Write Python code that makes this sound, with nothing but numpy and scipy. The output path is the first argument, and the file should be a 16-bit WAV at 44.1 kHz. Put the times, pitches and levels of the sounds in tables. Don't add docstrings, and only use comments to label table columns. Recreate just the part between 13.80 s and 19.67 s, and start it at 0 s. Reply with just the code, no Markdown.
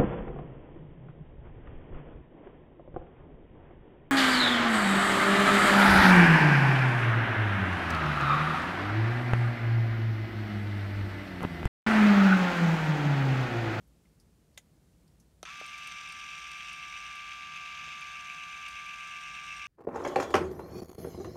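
import sys
import numpy as np
from scipy import signal
from scipy.fft import rfft, irfft, next_fast_len
from scipy.io import wavfile
from scipy.ndimage import uniform_filter1d

SR = 44100
rng = np.random.default_rng(int(sys.argv[2]) if len(sys.argv) > 2 else 0)


def ratio_of_db(decibels):
    return 10 ** (np.asarray(decibels, float) / 20)


def int16_out(signal):
    q = np.round(np.clip(np.atleast_2d(signal).T, -1, 1) * 32767)
    wavfile.write(sys.argv[1], SR, q.astype(np.int16))


N = 258867
T = np.arange(N) / SR
START_S = 1.652
RUN = np.maximum(T - START_S, 0)
MAIN_ORDER = 15
WHEEL, CUTTER_SHAFT = 36 / 10, 36 / 10 * 32 / 12
THUMB_S, PALM_S, REGRIP_S = 2.99, 4.42, 0.025


def level(x, db):
    return x * ratio_of_db(db) / np.sqrt(np.mean(x ** 2))


def colour(x, points, lo_hz=0., hi_hz=SR):
    size = next_fast_len(len(x))
    hz = np.fft.rfftfreq(size, 1 / SR) + 1
    point_hz, point_db = np.array(points)[:, 0], np.array(points)[:, 1]
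    shape = np.interp(np.log(hz), np.log(point_hz), point_db)
    gate = (np.tanh(30 * (1 - lo_hz / hz)) - np.tanh(30 * (1 - hi_hz / hz))) / 2
    return irfft(rfft(x, size) * ratio_of_db(shape) * gate, size)[:len(x)]


def walk(rate, size=N):
    hold = max(int(SR / rate), 1)
    steps = np.repeat(rng.standard_normal(size // hold + 1), hold)
    smooth = uniform_filter1d(uniform_filter1d(steps, hold), hold)[:size]
    return smooth / smooth.std()


def after(s):
    return (1 + np.tanh((T - s) / REGRIP_S)) / 2


def shaft():
    speed = 1 - np.exp(-RUN / .015)
    main_hz = 1180.8 + 6 * np.exp(-RUN / .3) + .6 * walk(12) + .5 * walk(3)
    return speed, np.cumsum(main_hz / MAIN_ORDER * speed) / SR


# multiple of the shaft speed, level/dB beside the main tone
SHAFT_ORDERS = [(9, -23.5), (10, -24.5), (12, -22.5), (13, -37), (14, -27.5), (19, -20.5), (20, -10.5),
                (21, -12), (22, -17.5), (24, -25), (26, -16.5), (27, -13.5), (28, -18), (29, -11), (30, -9),
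                (33, -10.5), (34, -10), (36, -14), (40, -38), (50, -24.5)]
# from t/s, to t/s, multiple of the shaft speed, level/dB
WHISTLES = [(4.35, 5.7, 141, -87), (4.35, 5.4, 147, -89), (4.4, 5.8, 135, -89), (1.8, 3.1, 165, -90),
            (1.8, 3.0, 147, -89), (1.7, 5.87, 105, -84), (1.7, 5.87, 66, -76), (1.7, 5.87, 63, -79),
            (1.7, 5.87, 58, -79)]


def whine(speed, turns):
    main_db = -49.5 + 2 * after(THUMB_S)
    tones = np.sin(2 * np.pi * MAIN_ORDER * turns) * ratio_of_db(0.34 * walk(20) + main_db)
    for order, db in SHAFT_ORDERS:
        strength = ratio_of_db(db + main_db + 0.86 * walk(4.94))
        tones += strength * np.sin(2 * np.pi * (round(order) * turns + rng.random()) + 0.3 * walk(6))
    for start, end, order, db in WHISTLES:
        fade = np.clip(np.minimum(T - start, end + .1 - T) / 0.077, 0, 1)
        strength = fade * ratio_of_db(db + 2.0 * walk(18.0))
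        tones += strength * np.sin(2 * np.pi * round(order) * turns + 0.63 * walk(40))
    return tones * np.sqrt(2) * speed ** 9


def chatter(size, rate, spread_db):
    return level(rng.standard_normal(size) * ratio_of_db(spread_db * walk(rate, size)), 0)


def wear(turns, span):
    steps_per_turn = 560
    size = round(steps_per_turn * span)
    place = (turns * steps_per_turn).astype(int) % size
    mix = walk(1.505)
    old, new = chatter(size, 500, 2.1)[place], chatter(size, 500, 2.1)[place]
    return np.cos(mix) * old + np.sin(mix) * new


def tooth_knocks(turns):
    motor, wheel, pairs = wear(turns, 1), wear(turns, WHEEL), wear(turns, 18)
    angle = 2 * np.pi * turns
    throb = 1 + .2 * np.cos(angle) + .17 * np.cos(3 * angle) + .1 * np.cos(5 * angle)
    throb += .12 * np.cos(angle / WHEEL) + .12 * np.cos(2 * angle / WHEEL + 1)
    throb += .13 * np.cos(6 * angle / WHEEL) + .17 * np.cos(12 * angle / WHEEL)
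    loose = chatter(N, 220, 1.9) * ratio_of_db(1.2 * walk(16))
    knocks = throb * (loose + ratio_of_db(-2) * wheel + ratio_of_db(-1) * pairs) + ratio_of_db(-19) * motor
    fine = throb * (loose + ratio_of_db(-8) * pairs) + ratio_of_db(1) * motor
    return knocks, fine


def band(knocks, hz, db, size):
    slow = uniform_filter1d(uniform_filter1d(knocks * (T > START_S), size), size)
    slow = slow / slow[T > START_S].std()
    return slow * np.sqrt(2) * np.cos(2 * np.pi * np.cumsum(hz) / SR) * ratio_of_db(db)


# f/Hz, level/dB per Hz
SHELL = [(500, -39.5), (800, -27), (1080, -22), (1220, -15.5), (1330, -12.5), (1450, -11.5), (1700, -13.5),
         (1800, -12.5), (1900, -13.5), (2000, -15.5)]
# f/Hz, level/dB per Hz
DOME = [(1980, -22), (2100, -2.5), (2200, -6.5), (2370, 1.5), (2470, -3), (2620, 2.5), (2720, -1),
        (2850, -7), (3080, -12), (3350, -10), (3550, -13), (3650, -14), (3870, -17.5), (4300, -21.5)]


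def shell_rattle(knocks, wobble, palm_db):
    body_db = -44.5 - 3.5 * np.exp(-RUN / 0.23)
    bite = 1 + 0.5 * np.exp(-RUN / 0.057)
    lower = level(colour(knocks, SHELL, hi_hz=2027), -56) * bite
    dome = level(colour(knocks * (1 + wobble), DOME, lo_hz=2016, hi_hz=3107), -0.75) * ratio_of_db(body_db)
    upper = level(colour(knocks, DOME, lo_hz=3108, hi_hz=4260), -0.35) * ratio_of_db(-54.5 + palm_db)
    boom = band(knocks, 1230 + 0 * T, -48, size=100) * np.exp(-((T - 1.676) / 0.013) ** 2)
    return lower + dome + upper + boom


# f/Hz, level/dB per Hz
CUTTER = [(4300, -10.5), (4600, -3.5), (5050, -7.5), (5700, -3.5), (6300, -4), (6650, -9), (7200, -8.5),
          (7900, -16), (8300, -16.5), (8700, -16.5), (9400, -14.5), (10300, -22), (11300, -20.5),
          (15700, -35)]
# t/s, tilt/0-1
TILT = [
    (1.7, .8),
    (2.1, .7),
    (2.22, .15),
    (3.1, .2),
    (3.6, 1.),
    (4.1, 1.),
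    (4.4, .8),
    (5.2, .75),
    (5.42, 0),
    (5.87, 0),
]


def cutter_rattle(knocks, fine, wobble, palm_db):
    tilt = np.interp(T, *np.transpose(TILT))
    turned = tilt ** 4
    ring_db = -60.5 - .5 * RUN + palm_db
    plate_db = -57 - 2.5 * tilt - 0.38 * RUN
    sizzle_db, split_hz = -67.5 - 0.26 * RUN, 7850
    blades = colour(knocks * (1 + 0.096 * wobble), CUTTER, lo_hz=4290, hi_hz=5445)
    plate = colour(knocks, CUTTER, lo_hz=5440, hi_hz=7200)
    low_sizzle = colour(fine, CUTTER, lo_hz=7030, hi_hz=split_hz)
    high_sizzle = colour(fine, CUTTER, lo_hz=split_hz)
    out = level(blades, -0.4) * ratio_of_db(ring_db) + level(plate, -3) * ratio_of_db(plate_db)
    out += level(low_sizzle, -3) * ratio_of_db(sizzle_db)
    out += level(high_sizzle, -3) * ratio_of_db(sizzle_db - 1.5 * turned)
    out += ratio_of_db(-5) * band(knocks, 5690 + 540 * tilt, plate_db, size=64)
    out += band(knocks, 8290 + 0 * T, -71 - 11 * turned, size=80)
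    return out


def rattle(turns):
    knocks, fine = tooth_knocks(turns)
    angle = 2 * np.pi * turns
    load_peak = angle[int(4.735 * SR)]
    depth = .2 + (.42 - .2) * after(PALM_S)
    wobble = depth * np.cos((angle - load_peak) / CUTTER_SHAFT)
    palm_db = -1.5 * after(PALM_S)
    out = shell_rattle(knocks, wobble, palm_db) + cutter_rattle(knocks, fine, wobble, palm_db)
    return out * ratio_of_db(-7.5 * np.exp(-RUN / 0.011)) * np.clip((T - START_S) / 0.00063, 0, 1)


def bursts(events, width):
    out, t = np.zeros(N + SR // 10), np.arange(SR // 20) / SR
    for s, db, hz, ms in events:
        points = [(hz / 2, -width), (hz, 0), (hz * 2, -width), (hz * 4, -2 * width)]
        burst = level(colour(rng.standard_normal(len(t)), points), db - 5.0)
        start = int(s * SR)
        out[start:start + len(t)] += burst * np.exp(-t * 2000 / ms)
    return out[:N]


# t/s, peak level/dB, centre f/Hz
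TICKS = [(1.7712, -48, 8300), (1.7981, -50, 10200), (1.8635, -45.5, 8950), (1.9019, -53, 8230),
         (1.9786, -46, 8260), (2.0391, -55, 8090), (2.0735, -41, 9100), (2.289, -47.5, 8930),
         (2.3229, -42, 8390), (2.3972, -48, 8150), (2.502, -52, 8280), (2.5863, -53, 8270),
         (2.7155, -45, 8360), (2.7894, -55, 8100), (2.9295, -44.5, 8880), (3.3556, -51, 9380),
         (4.2096, -50, 9150), (4.884, -42.5, 8450), (5.0627, -51, 9150), (5.2024, -53, 8260),
         (5.2767, -51, 8340), (5.5581, -56, 8300)]


def ticks():
    length_ms, blade_hz = 5.3, 4750
    bright = bursts([(s, db - 1, hz, length_ms) for s, db, hz in TICKS], width=35)
    return bright + bursts([(s, db - 2, blade_hz, length_ms) for s, db, _ in TICKS], width=55)


def ring(hits, modes, crack, crack_db, crack_t60):
    t = np.arange(SR // 8) / SR
    body = np.zeros(len(t))
    for k, (hz, db, t60) in enumerate(modes):
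        body += (-1) ** k * ratio_of_db(db) * np.sin(2 * np.pi * hz * t) * np.exp(-np.log(1000) * t / t60)
    dense = level(colour(rng.standard_normal(len(t)), crack), crack_db)
    dense *= np.exp(-np.log(1000) * t / crack_t60)
    return signal.fftconvolve(hits, body / np.abs(body).max() + dense)[:N]


# t/s, level/dB
TAP = [
    (.7746, -46),
    (.7765, -31.5),
    (.7778, -47),
    (.7812, -58),
]
# f/Hz, level/dB, time to fade by 60 dB/s
TAP_MODES = [(556, -6, .03), (1740, -7, 0.023), (2020, -2, 0.033), (2740, -11, .02), (3165, -16, .03),
             (3500, 8, 0.0091), (6480, -2, .03), (6480, -5, .055), (7180, -13, 0.049), (9150, 0, 0.015),
             (11030, -10, .02), (12800, -3, 0.0083)]
# f/Hz, level/dB per Hz
TAP_CRACK = [(400, -30), (560, -1), (1050, -17), (2000, -2), (3500, -11), (5500, -10), (6850, 0.5),
             (7750, -13), (12500, -17), (15700, -30)]


def nail_tap():
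    hits = np.zeros(N)
    for s, db in TAP:
        hits[int(s * SR)] = ratio_of_db(db)
    return ring(hits, TAP_MODES, TAP_CRACK, crack_db=-13, crack_t60=0.049)


# t/s, level/dB, contact time/ms
BUTTON = [
    (1.6293, -40, 0.055),
    (1.6294, -27, 0.026),
    (1.635, -48, .05),
    (1.640, -50, .05),
    (1.8126, -44, .05),
    (1.8125, -27, 0.2),
    (4.075, -41, 0.46),
]
# f/Hz, level/dB, time to fade by 60 dB/s
BUTTON_MODES = [(314, -8, 0.016), (550, -2.5, 0.015), (795, -1.5, 0.0086), (1010, -2, 0.007),
                (1330, -3, 0.0099), (2400, -10.5, 0.0087), (3440, -8, 0.0085), (5970, 4.5, 0.0046),
                (11100, -0.5, 0.0026)]
# f/Hz, level/dB per Hz
BUTTON_CRACK = [(300, -21), (560, -7), (1000, -10), (1800, -15), (2500, 2), (3500, -4.5), (4500, -4),
                (6000, -13), (11500, -14), (15700, -35)]


def button_clicks():
    hits = np.zeros(N)
    for s, db, ms in BUTTON:
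        push = np.hanning(int(ms * SR / 500) + 3)
        start = int(s * SR)
        hits[start:start + len(push)] += ratio_of_db(db) * push / push.sum()
    return ring(hits, BUTTON_MODES, BUTTON_CRACK, crack_db=-15, crack_t60=0.036)


# t/s, peak level/dB, centre f/Hz, length/ms
CREAKS = [
    (0.0766, -63, 12000, 5.5),
    (0.2532, -63.5, 2200, 16),
    (0.3989, -62, 5230, 24),
    (0.3989, -62, 9900, 22),
    (0.7436, -67, 4800, 17),
    (1.2786, -66, 4900, 9),
    (1.2786, -66, 9000, 8),
    (1.3997, -61.5, 6100, 22),
    (1.3997, -63, 10200, 22),
]


def finger_creaks():
    return bursts(CREAKS, width=31)


def walls(near):
    t = np.arange(SR // 4) / SR
    tail = rng.standard_normal(len(t)) * np.exp(-np.log(1000) * t / 0.081)
    return ratio_of_db(-8.5) * signal.fftconvolve(near, tail / np.linalg.norm(tail))[:N]


# f/Hz, level/dB per Hz
RUMBLE = [(22, -36), (32, -25), (42, -10), (55, 2), (65, -3), (75, -4.5), (100, -8), (125, -7), (165, -0.5),
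          (185, -6), (260, -13), (400, -15)]
# f/Hz, level/dB per Hz
ROOM = [(240, -24), (400, 1.5), (445, -1), (945, -11.5), (1570, -15), (3040, -17.5), (9030, -18.5),
        (13300, -23), (15700, -26)]


def room():
    noise = rng.standard_normal((3, N))
    deep = level(colour(noise[0], RUMBLE, hi_hz=110.0), 0.47)
    deep *= ratio_of_db(-67.5 - 0.43 * walk(2.52))
    upper = level(colour(noise[1], RUMBLE, lo_hz=110.4, hi_hz=392), 0.11)
    upper *= ratio_of_db(-67 - 0.43 * walk(3.014) + 0.58 * walk(8))
    hiss = level(colour(noise[2], ROOM, lo_hz=394) * ratio_of_db(.5 * walk(5.1)), -73.5)
    return deep + upper + hiss


def scene():
    speed, turns = shaft()
    near = rattle(turns) + nail_tap() + button_clicks() + finger_creaks() + ticks()
    echo = walls(near)
    return (whine(speed, turns) + near + echo + room())[None]


def top_cut(x):
    return signal.sosfilt(signal.butter(12, 16040, fs=SR, output="sos"), x)


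def record(dry):
    top = signal.ellip(14, .2, 60, 15730, fs=SR, output="sos")
    mix = signal.sosfilt(top, dry)
    return top_cut(mix)


dry = scene()
out = record(dry)
int16_out(out)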